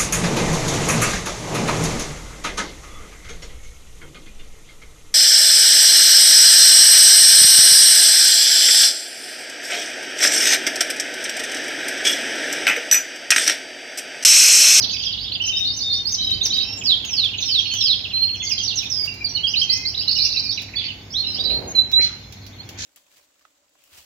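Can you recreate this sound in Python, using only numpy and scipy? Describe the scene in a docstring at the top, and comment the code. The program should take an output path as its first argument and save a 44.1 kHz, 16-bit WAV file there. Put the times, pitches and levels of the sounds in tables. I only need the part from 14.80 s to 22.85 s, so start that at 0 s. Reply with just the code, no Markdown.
"""Caged canaries in a courtyard

Canaries sing over one another: gliding sine whistles, arched chips, held notes and fast rolls of falling pips.
Random small slurs make the far birds; short noise bursts tick on the cages and shaped noise flutters and rustles.
Decaying noise echoes the walls; coloured noise and sines make the town rumble, low rush, hiss and hum.
The hand-held camera is carried closer with a rustle and a step, and the song's reflections weaken."""
import sys
import numpy as np
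from scipy import signal
from scipy.fft import rfft, irfft, next_fast_len
from scipy.io import wavfile
from scipy.ndimage import uniform_filter1d, map_coordinates

SR = 44100
rng = np.random.default_rng(int(sys.argv[2]) if len(sys.argv) > 2 else 0)


def log_audio(samples):
    """Write samples as a 16-bit WAV file to the path given in sys.argv[1]."""
    # one column per channel
    frames = np.atleast_2d(samples).T
    # limit to full scale, then quantise
    limited = np.clip(frames, -1, 1)
    pcm = np.round(limited * 32767).astype(np.int16)
    wavfile.write(sys.argv[1], SR, pcm)


N = 355005

# Levels in the tables are relative: layer trims and the microphone's response follow.
# Pan is left against right in dB, positive to the left.
# A note's shape gives its offsets early, midway and late.

# Loudness shape of a steep pip or flick: [level/dB]
PIP_SHAPE = [-0.5, -1, -2.5]


def amp(db):
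    """Decibels to gain."""
    return 10 ** (np.asarray(db) / 20)


def unit(x):
    """Scale to rms 1."""
    return x / np.sqrt(np.mean(x ** 2) + 1e-20)


def along(points, hz):
    """Read (f/Hz, value) points on a log frequency axis."""
    f, v = np.transpose(points)
    return np.interp(np.log(hz + 1), np.log(f + 1), v)


def curve(rows):
    """Turn (t/s, value) rows into one value per sample."""
    return np.interp(np.arange(N) / SR, *np.transpose(rows))


def wobble(rate, n):
    """A smooth random curve of n samples, with rate knots a second."""
    return map_coordinates(rng.standard_normal(int(n * rate / SR) + 4), [np.arange(n) * rate / SR])


def filtered(x, response):
    """Multiply the spectrum of x by a response of frequency."""
    n = x.shape[-1]
    m = next_fast_len(n + 8192)
    spectrum = rfft(x, m) * response(np.fft.rfftfreq(m, 1 / SR))
    return irfft(spectrum, m)[..., :n]


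def noise(spectrum, n):
    """Coloured stereo noise of rms 1: left and right agree in the bass and part company towards the treble."""
    # Stereo likeness of diffuse sound: [f/Hz, left-right correlation]
    likeness = [(100, .985), (250, .88), (500, .6), (1000, .05), (3000, 0)]

    def colour(hz):
        turn = np.arccos(np.clip(along(likeness, hz), -1, 1)) / 2
        return amp(along(spectrum, hz)) * [np.cos(turn), np.sin(turn)]
    mid, side = filtered(rng.standard_normal((2, n)), colour)
    return unit(np.array([mid + side, mid - side]))


def panned(pan_db):
    """Left and right gains of mean power 1."""
    return unit(amp([[pan_db / 2], [-pan_db / 2]]))


def add(track, s, sound):
    """Mix a sound into the track at time s."""
    start = max(round(s * SR), 0)
    part = sound[..., :max(N - start, 0)]
    track[..., start:start + part.shape[-1]] += part


def whistle(length, pitch_hz, level_db):
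    """One note of the syrinx: a nearly pure tone gliding through three pitches and three levels."""
    waver, flutter_db = 0.009, 3.5  # random pitch (share) and level on a full glide
    edge = 0.0045 + 0.073 * length  # fade in s: long notes swell and fade more gently
    t = np.arange(int((length + edge) * SR)) / SR
    u = (t - .002) / length
    hz = np.polyval(np.polyfit([0, .5, 1], pitch_hz, 2), np.clip(u, -.1, 1.1))
    # fast glides are less steady than held notes
    glide = min(1, abs(np.log2(pitch_hz[2] / pitch_hz[0])) * 3 + 0.41)
    hz = hz * (1 + waver * glide * wobble(199.5, len(t)))
    phase = 2 * np.pi * np.cumsum(hz) / SR
    gate = np.sin(np.pi / 2 * np.clip(np.minimum(t, t[-1] - t) / edge, 0, 1)) ** 2
    db = np.interp(u, [1 / 6, 1 / 2, 5 / 6], level_db)
    db = db + flutter_db * glide * wobble(118.0, len(t))
    tone = np.sin(phase) + amp(-42) * np.sin(2 * phase)
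    tone += amp(-46) * np.sin(3 * phase) * (hz < SR / 6)  # keep the third harmonic below Nyquist
    return np.sqrt(2) * amp(db) * gate * tone


def near_paths(sound, pan_db, bounce_db):
    """Direct sound plus bounces off trays, table and ground; against a glide the late copies beat."""
    count, reach = 4, .016  # number of bounces, and the range of their delays in s
    lead, spread = .00006, .00004  # mean and scatter of the lag between microphone ports in s
    delays = np.r_[0, .0015 + reach * rng.random(count)]
    gains = np.r_[1, amp(bounce_db) * np.ones(count)]
    # every path reaches the two ports at slightly different times, bounces most of all
    lags = lead + spread * rng.standard_normal(count + 1) * np.r_[1, 3 * np.ones(count)]

    def paths(hz):
        response = 0
        for gain, delay, lag in zip(gains, delays, lags):
            arrivals = delay + np.array([[-lag], [lag]]) / 2
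            response = response + gain * np.exp(-2j * np.pi * hz * arrivals)
        return response
    pair = filtered(np.pad(sound, (0, SR // 30)), paths)
    # the bounces change the colour but not the energy
    return panned(pan_db) * pair * np.linalg.norm(sound) / np.linalg.norm(pair, axis=1, keepdims=True)


def echo(sound):
    """The courtyard's answer: close reflections from cages and walls, then a longer tail of decaying noise."""
    # Reverberation of the walls by pitch: [f/Hz, t60/s]
    wall_decay = [(300, 0.22), (2500, 0.55), (4500, 0.64), (7000, 0.68), (14000, 0.1)]
    gap, early_db, early_s = .004, 3, 0.043  # silence before the echo in s; early boost and its decay time
    hz, t, z = signal.stft(rng.standard_normal((2, SR * 3 // 5)), SR, nperseg=256)
    decay = amp(-60 * t / along(wall_decay, hz)[:, None])
    tail = signal.istft(z * decay, SR, nperseg=256)[1]
    t = np.arange(tail.shape[1]) / SR
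    tail *= (t > gap) * (1 + amp(early_db) * np.exp(-t / early_s))
    return signal.fftconvolve(sound[None], tail / np.linalg.norm(tail[0]), axes=1)


def chips():
    """Short arched chips: pitch and level crest midway."""
    # Chips: [t/s, length/s, top f/Hz, level/dB]
    chip_rows = [(.0, 0.018, 4984, -16), (.025, .025, 4480, -19), (0.131, 0.022, 2620, -30),
                 (.18, .054, 4920, -28.5), (0.196, 0.033, 3260, -31.5), (.259, 0.044, 3330, -27.5),
                 (2.379, 0.014, 3070, -25.5), (2.529, .024, 3025, -28), (2.62, 0.015, 3720, -20.5),
                 (2.69, .024, 3140, -25), (2.841, 0.033, 2960, -27), (2.912, .044, 3150, -25.5),
                 (2.979, .022, 3354, -23.5), (3.049, 0.023, 3344, -20), (3.595, 0.049, 3466, -25.5),
                 (3.665, 0.015, 4680, -20.5), (3.774, .045, 3280, -26), (4.054, 0.011, 3630, -24.5),
                 (4.273, 0.023, 2804, -28.5), (4.441, .028, 4760, -15), (4.546, .027, 4400, -17.5),
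                 (4.559, .034, 3043, -23.5), (4.63, .044, 3290, -18.5), (4.735, 0.012, 3030, -15.5),
                 (4.812, 0.022, 3210, -15.5), (5.268, 0.037, 2970, -29.5), (5.351, 0.03, 2944, -27.5),
                 (5.445, 0.023, 2815, -28.5), (5.539, 0.033, 2736, -31.5), (5.709, 0.015, 3810, -25),
                 (5.77, .028, 4050, -24.5), (5.954, 0.041, 4570, -22), (5.963, .06, 3532, -23),
                 (6.081, 0.029, 3030, -27)]
    arch, shape_db = [0.95, 0.99, .86], [-3, 0.5, -7.5]  # pitch as a share of the top, and level
    for s, length, hz, db in chip_rows:
        yield s, length, np.multiply(hz, arch), np.add(db, shape_db), -12


def slurs(rows, hz_per_s, bow, crest_db, pan_db):
    """Glides at a set speed, so longer notes span more; bow and crest lift the middle's pitch and level."""
    for s, length, hz, db, fade_db in rows:
        glide_hz = hz_per_s * length * np.array([-.5, 0, .5])
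        pitch_hz = hz * np.array([1 - bow, 1, 1 - bow]) + glide_hz
        yield s, length, pitch_hz, db + np.array([fade_db / 2, crest_db, -fade_db / 2]), pan_db


def falling_slurs():
    """Slurs that all fall at one speed; most swell instead of fading."""
    # Falling slurs: [t/s, length/s, middle f/Hz, level/dB, fade from start to end/dB]
    falling_rows = [(.011, .041, 5580, -29.5, -6), (.106, .056, 5635, -30.5, -11),
                    (.215, .055, 5670, -31, -6.5), (3.55, .03, 5830, -38.5, -0.5),
                    (3.622, .03, 5960, -34.5, 0.5), (3.678, 0.047, 5690, -25, -12.5),
                    (3.782, .03, 6000, -32.5, 4.5), (3.692, .029, 2880, -30.5, 4.5),
                    (3.82, .044, 5660, -23.5, -0.5), (3.873, .055, 3664, -28, 10),
                    (3.942, 0.045, 6060, -29.5, -14.5), (3.975, 0.057, 3480, -30.5, 3),
                    (4.095, .035, 5520, -25, -4.5), (5.351, .033, 5350, -25, -5.5),
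                    (5.532, 0.022, 5330, -28, 2.5), (5.625, .045, 5100, -31, -8),
                    (6.636, 0.028, 4770, -27.5, 0)]
    yield from slurs(falling_rows, hz_per_s=-36000, bow=-0.0096, crest_db=0, pan_db=-12.5)


def flicks():
    """Single flicks that plunge much like the pips of a roll."""
    # Flicks: [t/s, middle f/Hz, level/dB]
    flick_rows = [(0.032, 4000, -20), (0.226, 4000, -25.5), (.324, 4090, -22), (2.58, 3820, -20.5),
                  (2.675, 3640, -30), (3.005, 3840, -24), (3.236, 3790, -31.5), (3.422, 3590, -39),
                  (3.775, 4250, -25), (4.132, 4260, -33), (5.772, 2640, -29.5), (5.88, 2274, -40),
                  (5.933, 2335, -35.5), (6.696, 2800, -32)]
    length, fall = .012, 0.19  # s; share of the middle pitch, each way
    for s, hz, db in flick_rows:
        yield s, length, hz * np.array([1 + fall, 1, 1 - fall]), np.add(db, PIP_SHAPE), -7


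def rising_slurs():
    """The main syllable: slurs that all climb at one speed."""
    # Rising slurs: [t/s, length/s, middle f/Hz, level/dB, fade from start to end/dB]
    rising_rows = [(.075, 0.034, 4650, -30, 5.5), (.107, .032, 4630, -29, 2), (.384, 0.057, 4500, -30, 1),
                   (.439, 0.024, 3480, -29.5, 2), (.518, 0.028, 4510, -27, 7),
                   (.639, 0.067, 5750, -38.5, 11), (.755, 0.045, 5470, -32, 4.5),
                   (.835, .05, 4150, -26, 2.5), (.895, .06, 5150, -30.5, 6.5),
                   (1.001, 0.048, 4830, -25.5, 11.5), (1.113, 0.071, 5100, -27.5, 13),
                   (1.25, 0.069, 5210, -25, 11), (1.391, 0.062, 4340, -28.5, 5),
                   (1.506, 0.043, 4320, -27, -1.5), (1.607, 0.037, 4080, -27, 9),
                   (1.691, 0.057, 4120, -25, -7), (1.775, 0.072, 4600, -27.5, 5.5),
                   (2.784, 0.031, 5800, -33, 8), (4.666, 0.061, 5420, -28.5, 10.5),
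                   (4.753, 0.084, 4965, -24, 15), (4.889, 0.082, 5280, -24.5, 12),
                   (5.047, .066, 4990, -24.5, 10.5), (5.169, 0.056, 4680, -25, 7.5),
                   (5.209, 0.025, 2990, -34.5, 4), (5.276, 0.054, 4780, -24.5, 11.5),
                   (5.295, 0.036, 4500, -25.5, -5.5), (5.383, 0.087, 5030, -24, 7),
                   (5.41, 0.048, 4675, -23.5, 1.5), (5.5, .04, 4600, -29, 4), (5.566, 0.034, 4360, -23, 12),
                   (5.687, 0.06, 5240, -25.5, 13), (6.3, 0.039, 5340, -36.5, -2),
                   (6.534, 0.04, 5250, -29.5, 7)]
    yield from slurs(rising_rows, hz_per_s=28500, bow=.025, crest_db=0.5, pan_db=-10)


def warble():
    """A low warble of evenly spaced, deep arches."""
    start, period, length = .597, .074, .053  # s
    arch_hz, shape_db = [2547, 3100, 2600], [-0.5, 1, -6]
    for k, db in enumerate([-23, -23, -27.5]):
        yield start + k * period, length, arch_hz, np.add(db, shape_db), -8


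def held_whistles():
    """Held whistles from cages all round the yard, each drifting in pitch."""
    # Held whistles: [t/s, length/s, f/Hz, drift/Hz, level/dB, pan/dB]
    held_rows = [(0.614, 0.051, 5680, -100, -35, -14), (0.719, 0.19, 3690, -3, -26, 9),
                 (1.022, 0.19, 3657, -13, -27, 1), (1.094, 0.056, 4260, 144, -26, -14),
                 (1.37, 0.2, 3106, -14, -31.5, -12), (1.375, 0.16, 3880, -61, -25, -2),
                 (1.701, 0.13, 3850, -46, -25, -7), (1.704, 0.16, 3098, -29, -33, -16),
                 (1.854, 0.12, 5440, 92, -34, -8.5), (1.971, 0.025, 7010, -350, -33.5, -2),
                 (2.846, 0.078, 4324, 83, -29, -10), (3.619, 0.071, 2114, 69, -41.5, -1),
                 (3.621, 0.046, 6570, -300, -32, -5), (4.13, 0.11, 4960, -440, -23.5, -14),
                 (4.182, 0.21, 2292, 190, -47, 1), (4.488, 0.031, 5720, -150, -30, -12),
                 (4.89, .17, 2065, 70, -40, 9), (4.405, 0.02, 2392, -110, -33, 4),
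                 (4.869, .17, 2526, -2, -43.5, -12), (5.393, 0.077, 2380, -100, -42.5, 4),
                 (5.629, 0.056, 2420, 0, -41.5, .5), (6.036, 0.046, 4490, 46, -34.5, -19),
                 (6.461, 0.063, 5250, 178, -34.5, -5.5), (6.593, 0.046, 4690, -1.5, -29, -19),
                 (6.634, 0.079, 3940, -180, -23, -26.5), (6.873, 0.047, 6590, -150, -31.5, -5.5)]
    # Loudness shape of a held whistle: [level/dB]
    held_shape = [0, 0.5, 0]
    for s, length, hz, drift_hz, db, pan_db in held_rows:
        pitch_hz = [hz - drift_hz / 2, hz, hz + drift_hz / 2]
        yield s, length, pitch_hz, np.add(db, held_shape), pan_db


def tsicks():
    """"Tsick" calls: a high hook that plunges."""
    # Tsick calls: [t/s, level/dB]
    tsick_rows = [(.658, -28), (.962, -29), (1.317, -21.5), (1.629, -21.5)]
    hook_s, hook_hz, hook_shape_db = .021, [6560, 6210, 6120], [-6, 2.5, 0]
    plunge_s, plunge_hz, plunge_shape_db = .013, [6190, 5400, 3960], [2, 3, -1.5]
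    for s, db in tsick_rows:
        yield s, hook_s, hook_hz, np.add(db, hook_shape_db), -5
        yield s + hook_s, plunge_s, plunge_hz, np.add(db, plunge_shape_db), -5


def sweet_calls():
    """"Sweet" calls that mostly scoop up to a gently rising plateau."""
    # Sweet calls: [t/s, length/s, plateau f/Hz, scoop depth as a share of it, level/dB]
    sweet_rows = [(2.606, 0.044, 4120, .12, -31.5), (3.098, .049, 4307, .07, -24.5),
                  (3.325, .205, 4210, .03, -19.5), (5.138, 0.02, 3855, 0.35, -27),
                  (6.335, .081, 4090, .25, -23), (6.421, .09, 4003, 0.14, -26.5),
                  (6.571, .045, 3700, 0.3, -25), (6.69, .1, 4173, .025, -21),
                  (6.947, .074, 3995, -.05, -14), (7.121, .15, 4075, .055, -13.5),
                  (1.824, 0.16, 2700, .07, -41), (7.781, 0.039, 4300, .08, -42),
                  (7.794, 0.053, 3500, 0.21, -49.5)]
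    lift, shape_db = 0.016, [-3, 1.5, -3]  # final rise as a share of the plateau, and level
    for s, length, hz, scoop, db in sweet_rows:
        yield s, length, hz * np.array([1 - scoop, 1, 1 + lift]), np.add(db, shape_db), -8.5


def sweeps():
    """Long sweeps down the whole range: a soft high half hands over to a loud low half."""
    # Sweeps: [hand-over t/s, high half length/s, low half length/s, start f/Hz, level/dB]
    sweep_rows = [(2.063, .028, .072, 5700, -15), (2.358, .112, 0.11, 6850, -19.5),
                  (2.711, 0.14, .088, 6700, -17.5), (3.056, 0.15, 0.088, 6650, -17)]
    hand_over_hz, high_shape_db = 4930, [-14, -11, -5]
    low_hz, low_shape_db = [4860, 3910, 3147], [-1.5, 1, -2.5]
    for s, high_length, low_length, start_hz, db in sweep_rows:
        high_hz = [start_hz, (start_hz + hand_over_hz) / 2, hand_over_hz]
        yield s - high_length, high_length, high_hz, np.add(db, high_shape_db), -9.5
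        yield s, low_length, low_hz, np.add(db, low_shape_db), -9.5


def syllables():
    """Every near note but the rolls, as (t/s, length/s, three pitches/Hz, three levels/dB, pan/dB)."""
    for kind in (chips, falling_slurs, flicks, rising_slurs, warble, held_whistles, tsicks, sweet_calls, sweeps):
        yield from kind()


def canaries():
    """Each note has its own bounces and echo; fainter birds sit further off and echo more."""
    # Camera moving up to the cage: [t/s, reflections against direct sound/dB]
    approach = [(6.3, 0), (6.95, -6)]
    direct_db, near_wet_db, far_wet_db, bounce_db = -0.96, -5, -3, -12.0
    held_db, echo_pan = -3, 0.7  # reflection trim of long notes; share of the pan kept by the echo
    out = np.zeros((2, N))
    for s, length, pitch_hz, level_db, pan_db in syllables():
        note = whistle(length, pitch_hz, level_db)
        reflect_db = np.interp(s, *np.transpose(approach))
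        # long held pitches stand out more clearly from their reflections
        if length > .08 and np.ptp(pitch_hz) < 450:
            reflect_db += held_db
        wet_db = reflect_db + np.interp(max(level_db), [-34, -17], [far_wet_db, near_wet_db])
        answer = echo(note)
        answer *= np.linalg.norm(note) / np.linalg.norm(answer, axis=1, keepdims=True)
        add(out, s, amp(direct_db) * near_paths(note, pan_db, bounce_db + reflect_db))
        add(out, s, amp(wet_db) * panned(echo_pan * pan_db) * answer)
    return out


def ports(song):
    """The two microphone ports share the song's power unevenly from pitch to pitch."""
    # The highest notes lean to the left port: [f/Hz, pan/dB]
    port_balance = [(5700, 1), (6600, 5.5), (7400, 1.5), (9000, 1.5)]

    def gains(hz):
        pair = amp(np.outer([.5, -.5], along(port_balance, hz)))
        return pair / np.sqrt(np.mean(pair ** 2, axis=0))
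    return filtered(song, gains)


def far_birds():
    """The rest of the aviary twitters at random: small slurs up and down, with much echo."""
    # Swelling and sinking of the far birds: [t/s, level/dB]
    chatter_level = [(0, -27), (.6, -32), (1.1, -38), (2.2, -48), (2.7, -23), (3.1, -42), (3.35, -40),
                     (3.8, -26), (4.3, -40), (5.1, -38.5), (5.4, -30.5), (5.7, -32), (6.1, -55.5),
                     (6.55, -26.5), (6.85, -43.5), (8.05, -48.5)]
    gain_db, pan_db, wet_db, count = -8, -3, 1, 300
    chatter = np.zeros((2, N))
    for when, length, pitch, slope, side in rng.random((count, 5)):
        glide = 1.15 ** ((2 * slope - 1) * np.array([-1, 0, 1]))
        slur = whistle(.015 + .04 * length, 2850 * 1.9 ** pitch * glide, [-3, 0, -3])
        add(chatter, when * N / SR, panned(pan_db + 20 * (side - .5)) * slur)
    answer = panned(pan_db) * echo(chatter.mean(axis=0))[:, :N]
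    return amp(curve(chatter_level) + gain_db) * unit(chatter + amp(wet_db) * answer)


def airy_edge(song):
    """A faint, grainy fizz far above the song that swells with its higher notes."""
    # Colour of the fizz: [f/Hz, level per Hz/dB]
    fizz_colour = [(6000, -45), (9000, -9), (11000, 1), (13000, 4.5), (16000, 0)]
    gain_db, grain_db, above_hz = -34.0, 3.5, 5100
    high = filtered(song, lambda hz: 1 - 1 / (1 + (hz / above_hz) ** 10))
    loudness = np.sqrt(abs(uniform_filter1d(high ** 2, size=1500, axis=1)))
    fizz = unit(noise(fizz_colour, N) * amp(grain_db * wobble(87, N)))
    return amp(gain_db) * loudness * fizz


def background():
    """Coloured noise for town rumble, low rush and faint hiss; phase-wandering sines for an unsteady hum."""
    # Hum partials: [f/Hz, level/dB]
    hum_partials = [(98.5, -48.5), (198, -63.5), (264, -59.5), (1526, -70.5)]
    # Brief low bumps from handling the camera: [t/s, half length/s, rise/dB]
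    handling_bumps = [(0, 0.076, 12.5), (1.567, 0.18, 8), (6.755, 0.21, 8)]
    # Colour of the town rumble: [f/Hz, level per Hz/dB]
    rumble_colour = [(20, -29), (35, -20.5), (52, 4.5), (70, 0), (85, 1.5), (120, 2), (170, -6),
                     (260, -11.5), (500, -52), (1000, -95)]
    # Colour of the low rush in the yard: [f/Hz, level per Hz/dB]
    rush_colour = [(90, -35.5), (180, 0.5), (260, 0), (400, -4), (550, -8), (800, -6.5), (1300, -14),
                   (2500, -11), (6000, -40)]
    # The low rush, swelling as the camera moves: [t/s, level/dB]
    rush_level = [(0, -40), (.15, -49.5), (1.3, -48), (2, -45.5), (2.8, -50), (4.4, -48), (6.3, -49.5),
                  (6.8, -42), (7.5, -51.5), (8.05, -46.5)]
    # Colour of the hiss: [f/Hz, level per Hz/dB]
    hiss_colour = [(300, -28), (1000, -28), (2200, 19.5), (4000, -17.5), (6500, 14.5), (8000, -5),
                   (10000, -17.5), (12500, -5), (16000, -20)]
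    town_db, hiss_db, drift = -47.5, -56, 0.38  # drift is in radians
    t = np.arange(N) / SR
    hum = np.zeros(N)
    for hz, db in hum_partials:
        hum += np.sqrt(2) * amp(db) * np.sin(2 * np.pi * hz * t + drift * wobble(4.5, N))
    swell_db = sum(db * np.maximum(0, 1 - abs(t - s) / half) for s, half, db in handling_bumps)
    town = amp(town_db + swell_db) * noise(rumble_colour, N)
    rush = amp(curve(rush_level)) * noise(rush_colour, N)
    hiss = amp(hiss_db) * noise(hiss_colour, N)
    return hum + town + rush + hiss


def pips():
    """The pips of each roll as (t/s, length/s, f/Hz, level/dB): as a roll slows down, its pips lengthen."""
    # Rolls: [first pip t/s, last pip t/s, mean pips per s, slowing 0-1, middle f/Hz,
    #         first pip length/s, last pip length/s, first level/dB, middle level/dB, last level/dB]
    roll_rows = [(.094, 0.55, 28.4, 0.01, 3320, .007, .008, -26, -24, -26.5),
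                 (1.325, 3.605, 21.05, .317, 2995, .007, .02, -39.5, -30.5, -31.5),
                 (5.178, 5.595, 29, 0.03, 4710, 0.0054, 0.0062, -24, -17, -22)]
    scatter_db, scatter = 1.5, .025  # random level, and pitch as a share
    for first, last, rate, slowing, hz, first_length, last_length, *level_db in roll_rows:
        for u in np.linspace(0, 1, round((last - first) * rate) + 1):
            s = first + (last - first) * u * (1 - slowing * (1 - u))
            length = first_length + u * (last_length - first_length)
            db = np.interp(u, [0, .5, 1], level_db) + scatter_db * rng.standard_normal()
            yield s, length, hz * (1 + scatter * rng.standard_normal()), db


def roll():
    """Rolling trills: short pips, each falling steeply in pitch."""
    wet_db, pan_db, fall = -9, -6, 0.162  # fall is a share of the middle pitch, each way
    out = np.zeros((2, N))
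    for s, length, hz, db in pips():
        pip = whistle(length, hz * np.array([1 + fall, 1, 1 - fall]), np.add(db, PIP_SHAPE))
        start = s - .002  # a whistle's glide begins 2 ms in
        add(out, start, near_paths(pip, pan_db, bounce_db=-7))
        add(out, start, amp(wet_db) * panned(pan_db / 2) * echo(pip))
    return out


def cage_ticks():
    """Claws and beaks on wire and perch: dry little noise bursts that die away at once."""
    # The clearest contacts: [t/s, peak level/dB, pan/dB]
    tick_rows = [(1.507, -28.5, -10.5), (1.6625, -21.5, -7.5), (1.7674, -27.5, -7.5), (2.249, -27.5, -14),
                 (2.4451, -31, -10), (2.938, -22, -13), (3.694, -31.5, -14.5), (4.023, -33.5, -11.5),
                 (4.2567, -28.5, -7), (5.819, -29.5, -5.5), (7.1159, -27, -9.5), (7.524, -32, -10.5),
                 (7.6646, -34.5, -20), (7.8901, -29.5, 1)]
    # Colour of a tick: [f/Hz, level/dB]
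    tick_colour = [(300, -10), (1500, -3.5), (3500, 7.5), (6000, 7.5), (11000, -13), (16000, -9.5)]
    gain_db, t60, wet_db = -5, 0.065, -7  # t60 in s
    faint_until = 6  # s: the random faint ticks fall before this time; the clearer ticks go on
    faint = []
    for when, size in rng.random((14, 2)):
        faint.append((when * faint_until, -35.5 + 9.5 * (size - .5), -11.5))
    out = np.zeros((2, N))
    t = np.arange(SR // 10) / SR
    for s, db, pan_db in list(tick_rows) + faint:
        tick = amp(db + gain_db - 60 * t / t60) * noise(tick_colour, len(t))
        add(out, s, panned(pan_db) * tick)
        add(out, s, amp(wet_db) * echo(tick[0]))
    return out


def rustles():
    """Wing flutters, the rub of handling and the scuff of a shoe: grainy brushes of band-limited noise."""
    # Brushes: [t/s, length/s, level/dB, centre f/Hz, width/octaves]
    rustle_rows = [(1.447, 0.28, -48, 274, 0.68), (5.96, .16, -33, 3200, 0.59), (6.518, .55, -40.5, 402, 1),
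                   (7.194, 0.035, -31, 2210, 0.22), (7.194, .2, -46.5, 1950, .75),
                   (7.194, 0.099, -33, 4300, 0.56), (7.933, 0.25, -45, 1910, .5),
                   (7.972, 0.1, -31, 4800, 0.66)]
    grain_db, wet_db, pan_db = 3, -5, -2
    out = np.zeros((2, N))
    for s, length, db, centre_hz, width in rustle_rows:
        n = int(length * SR)
        band = lambda hz: 1 / (1 + (np.log2((hz + 1) / centre_hz) / width) ** 6)
        grains = noise([(1000, 0)], n) * amp(grain_db * wobble(220, n))
        brush = unit(filtered(grains, band)) * amp(db) * np.sqrt(np.hanning(n))
        add(out, s, panned(pan_db) * brush)
        add(out, s, amp(wet_db) * echo(brush[0]))
    return out


def footfall():
    """The soft thud of a step: one decaying burst of low noise."""
    # The step: [t/s, level/dB, t60/s]
    step_row = (7.191, -32, 0.1)
    # Colour of the thud: [f/Hz, level/dB]
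    step_colour = [(60, -24), (200, -3.5), (380, 2), (800, -16.5), (2000, -3.5), (6000, -59)]
    s, db, t60 = step_row
    out = np.zeros((2, N))
    t = np.arange(SR // 5) / SR
    add(out, s, amp(db - 60 * t / t60) * noise(step_colour, len(t)))
    return out


def scene():
    """Birds, cages and the courtyard around them."""
    song = ports(canaries()) + roll() + far_birds()
    return song + airy_edge(song) + background() + cage_ticks() + rustles() + footfall()


def record(dry):
    """The microphone has a deep notch in the treble, and the camera a sharp upper band limit."""
    # Microphone response: [f/Hz, gain/dB]
    microphone = [(6400, 2), (7200, 2), (8000, -10.5), (8600, -20), (9400, -3.5), (10500, 8), (12000, 8.5)]
    top_hz = 15850
    return filtered(dry, lambda hz: amp(along(microphone, hz)) * (hz < top_hz))


dry = scene()
out = record(dry)
log_audio(out)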